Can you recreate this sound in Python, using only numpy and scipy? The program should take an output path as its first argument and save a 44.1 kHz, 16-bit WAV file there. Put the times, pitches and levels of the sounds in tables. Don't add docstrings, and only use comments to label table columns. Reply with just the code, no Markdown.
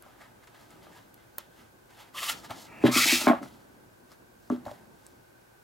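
import sys
import numpy as np
from scipy import signal
from scipy.fft import rfft, irfft, next_fast_len
from scipy.io import wavfile
from scipy.ndimage import map_coordinates

SR = 44100
rng = np.random.default_rng(int(sys.argv[2]) if len(sys.argv) > 2 else 0)


def transcribe(u):
    v = np.clip(np.atleast_2d(u).T, -1, 1)
    q = np.round(v * 32767).astype(np.int16)
    wavfile.write(sys.argv[1], SR, q)


N = 248277

# pitch_hz, relative level_db per Hz
TONE_COLOUR = [(12, -79), (20, -32), (48, -9.5), (86, -15), (116, -7), (301, -33), (336, -4), (421, -12.5),
               (470, -9.5), (735, -14), (822, -12.5), (1560, -21), (2590, -24), (3230, -27.5),
               (15900, -32.5)]
# pitch_hz, width_hz (before filtering twice), level_db
STEADY_BANDS = [(117.5, 25, -72.5), (1532, 175, -67)]
# pitch_hz, likeness (1 same, -1 opposite)
LIKENESS = [(60, 1), (150, 0.38), (380, -0.4), (950, -0.22), (2380, -0.18), (5980, 0.3), (15000, 1)]
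# start_s, level_db before the random swell
CLOTH_LEVEL = [(0.0, -64), (0.56, -61), (0.82, -55), (1.19, -64), (2.02, -61.5), (2.32, -55.5),
               (2.79, -54.5), (2.85, -45), (3.13, -43.5), (3.29, -61), (3.43, -49.5), (3.56, -58.5),
               (4.4, -63.5), (4.7, -52.5), (4.95, -58.5), (5.63, -70)]
# pitch_hz, relative level_db per Hz
CLOTH_COLOUR = [(29, -43), (50, -9), (92, -8), (232, -1), (338, -2.5), (441, -8.5), (900, -12), (1170, -16),
                (1980, -120)]

# pitch_hz, relative level_db, t60_s (time to fade by 60 dB)
TABLE_MODES = [(126, -11.5, 0.28), (246.9, 1, 0.15), (274, -2.5, 0.1), (334.8, -4, 0.14), (405, -7.5, 0.09),
               (575, -14, 0.16)]
# pitch_hz, relative level_db, t60_s
CASE_MODES = [(604, 11, 0.056), (703, -14, 0.14), (757.7, -12, 0.39), (821, 5.5, 0.042), (920, -1, 0.04),
              (1088, 4.5, 0.07), (1134, 1, 0.013), (1404, 16, 0.013), (1580, 3, 0.027), (1730, -26, 0.039),
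              (2090, 2, 0.026), (2240, -12, 0.055)]
# pitch_hz, relative level_db, t60_s
DEEP_MODES = [(110, 0, .07)]
# start_s, table_db, case_db, contact_ms (on the table)
KNOCKS = [(2.503, -42, -38, 2.5), (2.838, -7, -22.5, 1.9), (2.8538, -11, -20, 1.73),
          (2.869, -26.5, -21, 0.41), (2.885, -12.5, -26, 0.53), (2.96, -18, -30.5, 1.4),
          (3.056, -27, -60, 1.9), (3.124, -18.5, -34, 2.7), (3.214, -33.5, -30, 0.57),
          (3.241, -30, -50, 0.78), (3.27, -11.5, -9.5, 0.67), (3.285, -17, -14.5, 1.4),
          (3.298, -10, -11, 0.99), (3.311, -23, -13, 2.24), (3.332, -21, -17, 1.54),
          (3.412, -31.5, -54, 0.4), (3.426, -33.5, -70, 0.55), (4.501, -19, -22, 1.39),
          (4.521, -18.5, -40, 0.8), (4.552, -41, -44, 1), (4.574, -37.5, -54, 1.6), (4.667, -41, -33, 2.7)]
# start_s, peak_db, contact_ms
TAPS = [(0.035, -48, 0.25), (0.063, -45, 0.61), (0.213, -59, 0.33), (0.546, -53, 0.11),
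        (0.868, -41.5, 0.29), (2.498, -37, 0.31), (2.504, -34.5, 0.13), (2.511, -34, 0.89), (4.663, -30, 1),
        (4.67, -43, 0.69), (4.681, -31, 0.66), (4.693, -36, 0.96), (4.713, -35, 1), (4.722, -49, 1)]
# start_s, peak_db
THUDS = [(2.5, -43), (2.841, -33), (3.272, -39), (4.496, -43.5), (4.663, -44), (4.712, -47)]
# start_s, snap_db, pitch_hz, case_db
TICKS = [(0.0237, -35.5, 11000, -50), (0.4723, -45.5, 7710, -54), (0.7063, -43, 7950, -60),
         (1.1428, -37, 12400, -70), (1.3834, -13.5, 14100, -39), (2.5071, -25.5, 3470, -61),
         (2.5111, -35, 3300, -28.5), (3.4298, -42, 5360, -32), (3.46, -44.5, 3535, -40),
         (4.118, -39, 5000, -50), (4.5002, -35.5, 6250, -39), (4.5625, -46, 3770, -44),
         (4.654, -38.5, 4100, -48), (4.7138, -37.5, 3580, -52), (5.0661, -32.5, 8160, -70)]

# pitch_hz, relative level_db per Hz
HISS_COLOUR = [(1820, -83), (3100, -4.5), (3960, 0), (4310, 1.5), (5050, 0.5), (7150, -4), (7500, -6.5),
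               (9750, -21), (16500, -120)]
# pitch_hz, relative level_db per Hz
FINE_COLOUR = [(4410, -44), (7500, -11.5), (12000, -5.5), (14400, -13), (15800, -12)]
# pitch_hz, width_hz (before filtering twice), relative level_db
FACE_PEAKS = [(719, 420, -2), (922, 430, 3), (1238, 337, 3), (1700, 666, 3)]
# pitch_hz, width_hz (before filtering twice), relative level_db
GAP_PEAKS = [(2020, 546, 6.5), (2425, 890, 2.4), (2863, 2070, 6.5)]
# start_s, end_s, start_hz, end_hz, level_db over the resonances, width_hz
GAP_GLIDES = [(2.138, 2.334, 3024, 2740, -4.5, 550), (2.68, 2.835, 2480, 2560, 13, 480),
              (2.9, 3.263, 2286, 2602, 1, 550)]
# start_s, end_s, start_hz, end_hz, level_db over the resonances, width_hz
FACE_GLIDES = [(2.144, 2.337, 1120, 1308, 3.5, 280), (2.905, 3.051, 1150, 1346, 4.5, 280),
               (3.104, 3.257, 1200, 1370, -4, 280)]
# time_s, level_db, brightness_db, face_db (both over level_db)
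SLIDES = [
    [(2.12, -85, 3, 4.5), (2.15, -48, -2, 6), (2.188, -35.5, -7, -10.5), (2.208, -44.5, 2, 0),
     (2.228, -34, -5, 0.5), (2.252, -40.5, -0.5, -6.5), (2.276, -39.5, 1.5, -1), (2.286, -33.5, -3, -3.5),
     (2.3, -30.5, -0.5, -2), (2.326, -41, 3, -2.5)],
    [(2.326, -39.5, 1, -2), (2.346, -52, 3, 1), (2.422, -62.5, 4.5, 8), (2.448, -54, 2, 10),
     (2.482, -64.5, -1.5, -2), (2.512, -46, -3.5, 7.5), (2.538, -57, 0.5, 5.5), (2.63, -59, 6.5, 3.5),
     (2.696, -61, -7, 3), (2.738, -55.5, -9.5, 4.5), (2.828, -55, -10.5, 0), (2.835, -64, -10, -1)],
    [(2.9, -57, -12, -5), (2.918, -44.5, 7.5, 10.5), (2.96, -23.5, -3.5, -8), (2.988, -26.5, 3, -2.5),
     (3.048, -24, -2.5, -15), (3.062, -35, 4.5, 0.5), (3.07, -25.5, -0.5, -12.5), (3.108, -23.5, -2, -14.5),
     (3.16, -32, 2.5, -11.5), (3.264, -41.5, 4.5, 4.5), (3.271, -35, -9, 6)],
]
# peak_s, level_db, rise_s, fall_s, brightness_db, face_db (both over level_db)
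SCUFFS = [(0.03, -67, 0.042, 0.85, -3, 6.5), (0.214, -60.5, 0.034, 0.087, 0.5, 10),
          (0.441, -61.5, .03, 0.025, -2.5, 6), (0.475, -56.5, .008, 0.033, -3.5, 5.5),
          (0.547, -56.5, .006, 0.055, -3.5, 6), (0.61, -62.5, 0.14, .15, 0, 4.5),
          (0.714, -62, 0.037, 0.15, -2, 6), (0.84, -62.5, 0.072, 0.16, -3, 0),
          (0.97, -60.5, 0.18, 0.14, -1.5, 4), (1.19, -68, 0.071, 0.35, -5, 3.5),
          (1.39, -51, .01, 0.068, -3.5, -1.5), (1.6, -59, 0.12, .09, -4.5, 0),
          (1.91, -66.5, 0.03, 0.18, -0.5, 6), (2.012, -51.5, 0.072, 0.089, -3, 2),
          (2.87, -29, 0.038, 0.058, -8, -0.5), (3.278, -35.5, .006, 0.079, -2.5, 12.5),
          (3.43, -57, 0.023, 0.14, 0, 4), (3.52, -71, 0.19, 0.53, 2, 7.5), (4.124, -68, 0.079, 0.055, 5, 8),
          (4.48, -83, 0.13, 0.036, 15, 0), (4.515, -56, 0.016, 0.11, -3.5, 6.5),
          (4.667, -61, 0.028, 0.19, 2, 9.5), (5.08, -74.5, .4, 0.22, 5, 6)]
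SCUFF_SPAN_DB = 20
FINE_SLIDE_DB, FINE_SCUFF_DB = [-1.5, -5, -4.5], -3

# pitch_hz, t60_s, relative level_db
ROOM_ECHO = [(150, 0.19, -50), (1000, 0.18, -5), (4080, 0.27, -13.5), (12500, 0.13, -31)]
# pitch_hz, left_lead_radians
LEFT_LEAD = [(60, .35), (250, .55), (600, .62), (1200, .55), (2200, .38), (4000, .2), (8000, .08)]


def amp(db):
    return 10 ** (np.asarray(db) / 20)


def unit(x):
    return x / np.sqrt(np.mean(x ** 2) + 1e-20)


def along(points, hz):
    f, v = np.transpose(points)
    return np.interp(np.log(hz + 1), np.log(f + 1), v)


def curves(rows):
    s, *cols = np.transpose(rows)
    return [np.interp(np.arange(N) / SR, s, c) for c in cols]


def wobble(rate):
    points = rng.standard_normal(int(N * rate / SR) + 4)
    return map_coordinates(points, [np.arange(N) * rate / SR])


def filtered(x, response):
    m = next_fast_len(N + SR // 2)
    return irfft(rfft(x, m) * response(np.fft.rfftfreq(m, 1 / SR)), m)[..., :N]


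def resonance(centre, width):
    return lambda f: 1j * f * width / (centre ** 2 - f ** 2 + 1j * f * width)


def pair(gain, alike):
    def shares(hz):
        turn = np.arccos(np.clip(along(alike, hz), -1, 1)) / 2
        return gain(hz) * [np.cos(turn), np.sin(turn)]

    mid, side = filtered(rng.standard_normal((2, N)), shares)
    return unit(np.array([mid + side, mid - side]))


def add(track, s, sound):
    part = track[round(s * SR):][:len(sound)]
    part += sound[:len(part)]


def room_tone():
    air = amp(-59.5) * pair(lambda hz: amp(along(TONE_COLOUR, hz)), LIKENESS)
    bands = [amp(db) * pair(lambda f: np.abs(resonance(hz, width)(f)) ** 2, LIKENESS)
             for hz, width, db in STEADY_BANDS]
    return air + sum(bands)


def shuffle():
    db, = curves(CLOTH_LEVEL)
    cloth = pair(lambda hz: amp(along(CLOTH_COLOUR, hz)), [(100, 0.97), (500, 0.122)])
    return amp(db + 2.05 * wobble(25.14)) * cloth


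def ring(modes, contact_ms, rise_cycles, scatter_db, detune, low_hz, flip_hz=np.inf):
    t = np.arange(SR // 3) / SR
    body = np.zeros(len(t))
    for hz, db, t60 in modes:
        level_db = db + scatter_db * rng.standard_normal()
        pitch = hz * (1 + detune * rng.standard_normal())
        swell = amp(-60 * t / t60) * (1 - np.exp(-t * hz / rise_cycles)) ** 2
        body += np.sign(flip_hz - hz) * amp(level_db) * swell * np.sin(2 * np.pi * pitch * t)
    push = np.sin(np.pi * np.clip(t[:300] / (contact_ms / 1000), 0, 1))
    out = signal.fftconvolve(body, push)[:len(t)]
    out = signal.sosfilt(signal.butter(4, low_hz, "high", fs=SR, output="sos"), out)
    return -out / np.abs(out).max()


def table(contact_ms):
    return ring(TABLE_MODES, contact_ms, rise_cycles=0.27, scatter_db=4.5, detune=0, low_hz=166, flip_hz=300)


def case(contact_ms):
    return ring(CASE_MODES, contact_ms, rise_cycles=0.06, scatter_db=3, detune=0.04, low_hz=500, flip_hz=800)


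def knocks():
    out = np.zeros(N)
    for s, table_db, case_db, contact_ms in KNOCKS:
        add(out, s, amp(table_db) * table(contact_ms))
        add(out, s, amp(case_db) * case(0.42 * contact_ms))
    for s, db, contact_ms in TAPS:
        add(out, s, amp(db) * case(contact_ms))
    for s, db in THUDS:
        thud = ring(DEEP_MODES, contact_ms=3, rise_cycles=0.13, scatter_db=0, detune=0.08, low_hz=54)
        add(out, s, amp(db) * thud)
    return out


def ticks():
    out, t = np.zeros(N), np.arange(900) / SR
    for s, db, hz, case_db in TICKS:
        snap = amp(-60 * t / 0.0026) * np.sin(2 * np.pi * hz * t)
        spray = 0.16 * amp(-60 * t / 0.017) * rng.standard_normal(len(t))
        add(out, s, amp(db) * (snap + spray))
        add(out, s, amp(case_db) * case(contact_ms=0.056))
    return out


def layer_powers(db, bright_db, face_db, fine_db):
    return amp([db + bright_db, db + bright_db + fine_db, db, db + face_db]) ** 2


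def contact_levels():
    t = np.arange(N) / SR
    power = np.full((4, N), 1e-12)
    for rows, fine_db in zip(SLIDES, FINE_SLIDE_DB):
        sliding = (t > rows[0][0]) & (t <= rows[-1][0])
        power += layer_powers(*curves(rows), fine_db) * sliding
    for s, db, rise_s, fall_s, bright_db, face_db in SCUFFS:
        near = slice(max(0, round((s - 2 * rise_s) * SR)), round((s + 2 * fall_s) * SR))
        loss_db = SCUFF_SPAN_DB * np.maximum((s - t[near]) / rise_s, (t[near] - s) / fall_s)
        power[:, near] += layer_powers(db - loss_db, bright_db, face_db, FINE_SCUFF_DB)
    return np.sqrt(power)


def gliding_band(clumps, start, end, from_hz, to_hz, width_hz):
    low_pass = signal.butter(4, width_hz / 2, fs=SR, output="sos")
    a, b = signal.sosfilt(low_pass, rng.standard_normal((2, N)))
    pitch = np.interp(np.arange(N) / SR, [start, end], [from_hz, to_hz])
    turn = 2 * np.pi * np.cumsum(pitch) / SR
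    return unit(clumps * (a * np.cos(turn) + b * np.sin(turn)))


def rubbing_voice(slips, clumps, peaks, glides, swell_db):
    t = np.arange(N) / SR
    out = np.zeros(N)
    for hz, width, db in peaks:
        tone = unit(filtered(slips, lambda f: resonance(hz, width)(f) ** 2))
        out += amp(db + swell_db * wobble(15)) * tone
    out = unit(out)
    for start, end, from_hz, to_hz, glide_db, width_hz in glides:
        band = gliding_band(clumps, start, end, from_hz, to_hz, width_hz)
        gain = amp(glide_db) * ((t > start) & (t < end))
        out = (out + gain * band) / np.sqrt(1 + gain ** 2)
    return out


def rubbing():
    clumps = amp(0.96 * wobble(25.116) + 0.97 * wobble(60) + 0.93 * wobble(350))
    slips = clumps * amp(1.6 * rng.exponential(size=N)) * rng.standard_normal(N)
    hiss = unit(filtered(slips, lambda hz: amp(along(HISS_COLOUR, hz))))
    fine = unit(filtered(slips, lambda hz: amp(along(FINE_COLOUR, hz))))
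    gap = rubbing_voice(slips, clumps, GAP_PEAKS, GAP_GLIDES, swell_db=1.2)
    face = rubbing_voice(slips, clumps, FACE_PEAKS, FACE_GLIDES, swell_db=1.5)
    return np.sum(contact_levels() * [hiss, fine, gap, face], axis=0)


def room(x):
    hz, t, noise = signal.stft(rng.standard_normal((2, SR // 2)), SR, nperseg=256)
    centre, t60, db = np.transpose(ROOM_ECHO)
    t60 = along(np.c_[centre, t60], hz)[:, None]
    db = along(np.c_[centre, db], hz)[:, None]
    fading = noise * amp(db - 60 * t / t60) / np.sqrt(t60 * SR / 14)
    tail = signal.istft(fading, SR, nperseg=256)[1]
    late = np.pad(x, (200, 0))
    return signal.fftconvolve(late[None], tail, axes=1)[:, :N]


def scene():
    near = rubbing() + knocks() + ticks()
    ports = filtered(near, lambda hz: np.exp(1j * np.outer([0.5, -0.5], along(LEFT_LEAD, hz))))
    balance = amp([[0.15], [-0.15]])
    return ports * balance + room(near) + shuffle() + room_tone()


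def record(dry):
    return filtered(dry, lambda hz: hz < 15850)


dry = scene()
out = record(dry)
transcribe(out)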